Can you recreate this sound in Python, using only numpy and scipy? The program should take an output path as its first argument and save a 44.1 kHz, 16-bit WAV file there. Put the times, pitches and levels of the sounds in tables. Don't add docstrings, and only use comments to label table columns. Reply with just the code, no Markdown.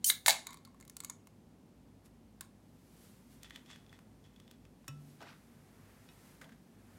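import sys
import numpy as np
from scipy import signal
from scipy.fft import rfft, irfft
from scipy.io import wavfile

SR = 44100
rng = np.random.default_rng(int(sys.argv[2]) if len(sys.argv) > 2 else 0)


def dump_mix(stems):
    frames = np.atleast_2d(stems).T
    limited = np.clip(frames, -1, 1)
    pcm = np.round(limited * 32767).astype(np.int16)
    wavfile.write(sys.argv[1], SR, pcm)


def field_ratio(decibels):
    return 10 ** (np.asarray(decibels, dtype=float) / 20)


N = 307818
T = np.arange(N) / SR


# (frequency [Hz], relative level [dB])
TOWN_SPECTRUM = [(15, -45), (25, -13), (43, -17.5), (102, -3), (123, -11), (149, -1.5), (212, -4.5),
                 (285, -10.5), (344, -10.5), (659, -18.5), (796, -19), (1440, -29), (1740, -30),
                 (9070, -40), (16000, -47)]
# (centre [Hz], width [Hz], level [dB])
TOWN_DRONES = [(55, 6.6, -71), (103, 11, -72), (146.5, 10, -74.5), (238, 82, -66)]
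TOWN_RUMBLE_DB = -63

# (peak time [s], nylon level [dB], rise [ms per 13 dB], fall [ms per 13 dB],
# padding level over nylon [dB])
JACKET_MOVES = [(2.059, -66, 11, 16, -5), (3.05, -67, 224, 190, -7), (3.33, -71.5, 42, 87, -6),
                (3.6, -81, 360, 800, 5.5), (5.1, -72, 170, 130, -7.5), (5.3, -79.5, 91, 400, 3),
                (5.9, -86, 400, 210, 12), (6.3, -69, 610, 200, 0), (6.98, -73.5, 280, 100, 5)]
NYLON_REST_DB, PADDING_REST_DB = -83.5, -88.5

YARD_DB, YARD_T60_S, YARD_TOP_T60_S = -14.5, 0.22, 0.041
WALL_MS, CAN_WALL_DB, BOTTLE_WALL_DB = 3.3, -10.5, -14

NECK_S, NECK_HZ, NECK_DB, NECK_T60_S = 4.884, 146, -42, 0.9
# (peak time [s], relative level [dB], rise, fall [ms per 13 dB])
SLOP_SWELLS = [(5.21, -60, 12, 108), (5.289, -59, 45, 40.4)]
LOW_THUDS = [(4.883, -52.5, 2.3, 14), (5.207, -53, 1.5, 53), (6.42, -57.5, 2.7, 65)]
CAP_MODES = [(1970, 290, 6.5), (2580, 190, 6.5), (3120, 290, 5.5), (3395, 127, 15.5), (4200, 130, -27),
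             (5320, 420, -10)]
CAP_TICKS = [(3.4317, -38.5, -10, -13), (3.445, -45, 17, -3), (3.4977, -49, -2, -4), (3.5066, -37.5, 3, 11),
             (3.5594, -35.5, 1.5, 8.5), (3.6606, -52, -8, -3), (3.7017, -45, 17, -16),
             (3.7594, -46, 13, -12), (3.864, -55, -20, 9), (3.894, -54, -10, 5), (3.928, -44, 12, 1),
             (3.9894, -48.5, 14, -10), (4.241, -60, -7, -8), (4.3615, -51.5, -11, 4), (4.4, -48, 0, -7),
             (4.4778, -50, 0, 3), (4.5116, -44.5, -4, -9), (4.6518, -52, 10, -6), (4.8434, -55, 11, -13)]
THREAD_SWELLS = [(3.45, -56.5, 22, 35), (3.56, -57.5, 39, 30), (3.71, -55, 34, 71),
                 (3.945, -66.5, 44, 45.7), (4.25, -65.5, 11, 30), (4.37, -79, 58, 70),
                 (4.53, -71.5, 120, 22.14), (4.65, -80, 46, 25.2)]
GLASS_MODES = [(620, 60, 6), (1130, 30, 10), (1335, 8, 27), (1550, 50, 11), (1900, 90, 8), (2500, 30, 14),
               (2622, 16, 21), (2960, 22, 15), (3397, 41, 13), (3747, 25, 14), (5400, 30, 13),
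               (5534, 22, 22), (5631, 35, 13), (6780, 40, 17)]
GLASS_KNOCKS = [(4.880, -29.5, 3, 1), (5.206, -47, 6.5, -21), (5.216, -44, 6.9, -2), (5.225, -44, 3.3, -12)]
FINGER_TAP = [(6.089, -45, -11, 2.5)]
CAN_TOUCHES = [(6.414, -37, 1.6, 3), (6.442, -45, 4.2, 2.1), (6.492, -47, 1.7, 5), (6.52, -48.5, 4.8, 6)]
GRIPPED_MODES = [(1614, 250, 8.5), (1990, 250, 6), (3200, 500, 4), (6900, 700, 0)]

CAN_MODES = [(1750, 90, 5), (2150, 140, 12), (3850, 320, 11), (4450, 250, 4), (6900, 500, 6),
             (7900, 300, 2), (9900, 500, 5), (13000, 600, 2)]
TIGHT_LID_MODES = [(3100, 45, 17), (4400, 45, 17), (5700, 50, 15), (6250, 50, 13), (6900, 60, 13),
                   (7600, 60, 13), (9500, 70, 14), (10000, 70, 14), (10750, 70, 11), (13500, 80, 10)]
# (frequency [Hz], width [Hz], level [dB])
FLAP_MODE = (1370, 40, 18.3)
# (time [s], frequency [Hz], width [Hz], level [dB])
HEADSPACE = [(.27, 700, 150, -15), (.28, 763.7, 195, 15), (0.398, 833.7, 200, 10), (.47, 1077, 60.2, 25),
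             (1.1, 1100, 69.7, 25), (2.4, 1204, 300, 1)]
OPEN_S = 0.45
GAS_PUFFS = [(.068, -31.5, 16, 40), (.1, -27.5, 45, 11), (.15, -62.5, 20, 60), (.2635, -30.5, .6, 39),
             (.3, -33.5, 18, 14)]
VENT_MODES = [(6600, 350, 3), (8800, 320, 8.5), (9700, 390, 4), (9730, 51, 4.5), (9300, 230, 5),
              (13450, 230, 13)]
VENT_SHUT_S = 0.118
FOAM_SHUT = [(.108, -41.5, 30, 20), (.16, -64, 20, 60)]
FOAM_TORN = [(0.2622, -29, 0.68, 9.5), (0.295, -26.5, 12, 20), (0.329, -41, 25, 69)]
SEAL_CRACK = [(0.0435, -12.5, -20.5, 12.)]
TAB_PRESS = [(0.1002, -10.5, -8, 13)]
LID_TEARS = [(0.2613, -13.5, 1, -2), (0.2813, -7, 1.5, 2), (0.2838, -8.5, -6.5, -4.5),
             (0.2924, -26.5, -12.5, -8), (0.2994, -14, -12, 13), (0.3064, -14, -16.5, -8)]
TAB_TICKS = [(0.4688, -28.5, 2, 3), (0.5062, -39, 6, -1), (0.5302, -41, 4, -12), (0.5424, -38, 12, -1),
             (0.5716, -46.5, 0, -8), (0.6504, -42.5, -2, 2), (0.6744, -46.5, 14, 3), (0.7447, -49.5, 13, 6),
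             (0.8006, -49.5, 2, -13), (0.8097, -44, -3, 11), (0.8255, -48.5, -15, 7), (0.851, -50, -4, -7),
             (0.8779, -45.5, -8, 2), (0.8974, -38.5, -5, -9), (0.9672, -32, -8, -6), (1.0031, -30.5, -1, 3),
             (1.0364, -38.5, 3, 4), (1.0465, -28.5, -17, -2), (1.0984, -28.5, -11, 15),
             (1.271, -45.5, 8.5, -19), (2.4089, -30, 7.5, -40)]
TAB_RATTLE = [(.47, -52.5, 2.8, 14), (.5, -55.5, 52, 70), (.652, -62.5, 2.5, 22), (.802, -78, 2.8, 49),
              (.9, -81, 30, 15), (1.005, -62, 2.7, 28), (1.05, -60, 7.1, 28), (1.098, -47, 2.2, 11),
              (2.412, -56.5, 2.2, 29)]

FIRM_DB = -30
TEAR, TICK = (0.1, -7.5, 3.5, 0.1), (1.9, 2.2, 7.5, 0.14)
SEAL, PRESS = (0.9, -1, 1, 0.01), (1.75, -30, 4.5, 0.01)
RATCHET, KNOCK = (2.2, -3, 4, 0.26), (4.5, -1.5, 2, 0.8)
TOUCH, TAP = (16, -3, 7.5, 0.4), (0.5, -40, 2, 0.01)

OVERLOAD = 0.9


def level(x, db=0):
    return x * field_ratio(db) / np.sqrt(np.mean(x ** 2))


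def ringing(hz, modes):
    return 1 + sum(field_ratio(db) / (1 + 2j * (hz - f) / w) for f, w, db in modes)


def shaped(x, response):
    hz = np.fft.rfftfreq(len(x), 1 / SR)
    return level(irfft(rfft(x) * response(hz), len(x)))


def band(x, lo_hz, hi_hz):
    sos = signal.butter(3, [lo_hz, min(hi_hz, SR / 2.1)], "band", fs=SR, output="sos")
    return level(signal.sosfilt(sos, x))


def gain(swells):
    total = np.zeros(N)
    for s, db, rise_ms, fall_ms in swells:
        away = np.where(T < s, (s - T) / max(rise_ms, 0.1), (T - s) / max(fall_ms, 0.1))
        total += field_ratio(db - 12970.0 * away)
    return total


def grit(spread_db, share):
    size = SR // 1000
    count = N // size + 1
    boost_db = spread_db * np.minimum(rng.exponential(size=count), 3)
    boost_db = boost_db * (rng.random(count) < share)
    return rng.standard_normal(N) * np.repeat(field_ratio(boost_db), size)[:N]


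def strikes(events, modes, contact):
    size, lead = 16384, 64
    decay_ms, edge_db, scatter_db, dulling = contact
    out = np.zeros(N + size)
    t = (np.arange(size) - lead) / SR
    hz = np.fft.rfftfreq(size, 1 / SR)
    corners_hz = [120, 350, 1000, 4200, 8500, 16000]
    for s, strength_db, low_db, ring_db in events:
        fade = np.where(t > 0, t / decay_ms, -t / max(decay_ms / 4, 0.25))
        burst = rng.standard_normal(size) * np.exp(-1000 * fade)
        blow = rfft(burst * np.exp(-1000 * np.abs(t) / decay_ms))
        blow = blow / np.abs(blow)
        struck = np.array(modes(s), float)
        struck[:, 2] += ring_db + scatter_db * rng.standard_normal(len(struck))
        struck[:, 0] *= 1 + 0.003 * scatter_db * rng.standard_normal(len(struck))
        high_db = edge_db - dulling * max(FIRM_DB - strength_db, 0)
        tilt_db = [low_db - 64, low_db - 35.5, low_db - 0.5, 0, high_db + 4, high_db - 2.0]
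        tilt = field_ratio(np.interp(np.log(hz + 1), np.log(corners_hz), tilt_db))
        creak = rfft(burst) / np.linalg.norm(burst)
        rung = blow * (ringing(hz, struck) - 0.7)
        hit = irfft(tilt * (creak + rung))
        hit = hit * np.clip(3 - t / 0.08, 0, 1)
        start = int((s + 0.00065) * SR) - lead
        out[start:start + size] += hit * field_ratio(strength_db + 12.0) / np.linalg.norm(hit)
    return out[:N]


def town():
    hz, db = np.transpose(TOWN_SPECTRUM)
    rumble = shaped(rng.standard_normal(N), lambda f: field_ratio(np.interp(np.log(f + 1), np.log(hz), db)))
    out = field_ratio(TOWN_RUMBLE_DB) * rumble
    for centre, width, drone_db in TOWN_DRONES:
        drone = shaped(rng.standard_normal(N), lambda f: 1 / (1 + ((f - centre) / width * 2) ** 2))
        out += field_ratio(drone_db) * drone
    return out


def jackets():
    nylon_gain = field_ratio(NYLON_REST_DB) + gain([row[:4] for row in JACKET_MOVES])
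    padding_moves = [(s, db + low, rise, fall) for s, db, rise, fall, low in JACKET_MOVES]
    padding_gain = field_ratio(PADDING_REST_DB) + gain(padding_moves)
    nylon = band(grit(0.99, 0.25), 2200, 14000)
    padding = band(rng.standard_normal(N), 270, 2200)
    return nylon * nylon_gain + padding * padding_gain


def yard(x, wall_db):
    t = np.arange(SR // 2) / SR
    noise = rng.standard_normal(len(t))
    low = signal.sosfilt(signal.butter(1, 5000, fs=SR, output="sos"), noise)
    tail = low * field_ratio(-60 * t / YARD_T60_S) + (noise - low) * field_ratio(-60 * t / YARD_TOP_T60_S)
    tail = tail * (1 - np.exp(-t / 0.012))
    response = field_ratio(YARD_DB) * tail / np.sqrt(np.sum(tail ** 2))
    response[0] += 1
    response[int(WALL_MS * SR / 1000)] += field_ratio(wall_db)
    return signal.fftconvolve(x, response)[:N]


def neck():
    t = np.clip(T - NECK_S, 0, None)
    phase = 2 * np.pi * NECK_HZ * (t - 0.15 * 0.028 * (1 - np.exp(-t / 0.013)))
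    return field_ratio(NECK_DB - 60 * t / NECK_T60_S) * (1 - np.exp(-t / 0.01)) * np.sin(phase)


def slop(count=120):
    start, end = SLOP_SWELLS[0][0] - 0.03, SLOP_SWELLS[-1][0] + 0.12
    bubbles, t = np.zeros(N), np.arange(2048) / SR
    for when, pitch, softness in rng.random((count, 3)):
        hz = 450 * np.exp(1.21 * when + 1.3 * pitch)
        tone = np.sin(2 * np.pi * hz * t * (1 + 8 * t))
        k = int((start + when * (end - start)) * SR)
        bubbles[k:k + len(t)] += field_ratio(-12 * softness) * np.exp(-t * hz / 6) * tone
    bubbles = bubbles / np.std(bubbles[int(start * SR):int(end * SR)])
    splash = band(grit(3.3, 0.31), 360, 5000)
    return (bubbles + 0.61 * splash) * gain(SLOP_SWELLS) * field_ratio(1)


def cap():
    scrape = band(grit(4.0, 0.2), 490, 7900)
    thread = shaped(scrape, lambda hz: ringing(hz, CAP_MODES)) * gain(THREAD_SWELLS)
    return thread + strikes(CAP_TICKS, lambda s: CAP_MODES, RATCHET)


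def glass():
    knocks = strikes(GLASS_KNOCKS, lambda s: GLASS_MODES, KNOCK)
    return knocks + strikes(FINGER_TAP, lambda s: GLASS_MODES, TAP)


def low_thuds():
    return band(rng.standard_normal(N), 125, 800) * gain(LOW_THUDS)


def can_on_bottle():
    return strikes(CAN_TOUCHES, lambda s: GRIPPED_MODES, TOUCH)


def can_modes(s):
    when, *columns = np.transpose(HEADSPACE)
    air = [np.interp(s, when, c) for c in columns]
    flap = [FLAP_MODE] if s > OPEN_S else []
    return [*CAN_MODES, air, *flap]


def gas():
    jet = band(grit(1.2, 0.076), 4600, 17000)
    whistle = shaped(jet, lambda hz: ringing(hz, VENT_MODES))
    hiss = np.where(T < VENT_SHUT_S, whistle, jet)
    return hiss * gain(GAS_PUFFS) * (T > SEAL_CRACK[0][0])


def foam():
    spray = band(grit(2.1, 0.54), 670, 9200)
    out = np.zeros(N)
    for swells in (FOAM_SHUT, FOAM_TORN):
        modes = can_modes(swells[-1][0])
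        out += shaped(spray, lambda hz: ringing(hz, modes) + 0.37) * gain(swells)
    return out


def lid():
    crack = strikes(SEAL_CRACK, lambda s: TIGHT_LID_MODES, SEAL)
    press = strikes(TAB_PRESS, can_modes, PRESS)
    return crack + press + strikes(LID_TEARS, can_modes, TEAR)


def tab():
    quiver = band(grit(4.0, 0.15), 880, 8100)
    shiver = shaped(quiver, lambda hz: ringing(hz, can_modes(0.53)) - 0.6)
    return strikes(TAB_TICKS, can_modes, TICK) + shiver * gain(TAB_RATTLE)


def scene():
    bottle = yard(cap() + glass() + low_thuds() + slop() + can_on_bottle(), BOTTLE_WALL_DB)
    can = yard(gas() + foam() + lid() + tab(), CAN_WALL_DB)
    return (town() + jackets() + neck() + bottle + can)[None]


def band_limit(x):
    return signal.sosfilt(signal.butter(12, 16820, fs=SR, output="sos"), x)


def record(dry):
    rounded = dry / (1 + (dry / OVERLOAD) ** 6) ** (1 / 6)
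    bass_cut = signal.butter(2, 38, "high", fs=SR, output="sos")
    top_cut = signal.ellip(8, 0.2, 50, 16000, fs=SR, output="sos")
    mix = signal.sosfilt(np.r_[bass_cut, top_cut], rounded)
    return band_limit(mix)


dry = scene()
out = record(dry)
dump_mix(out)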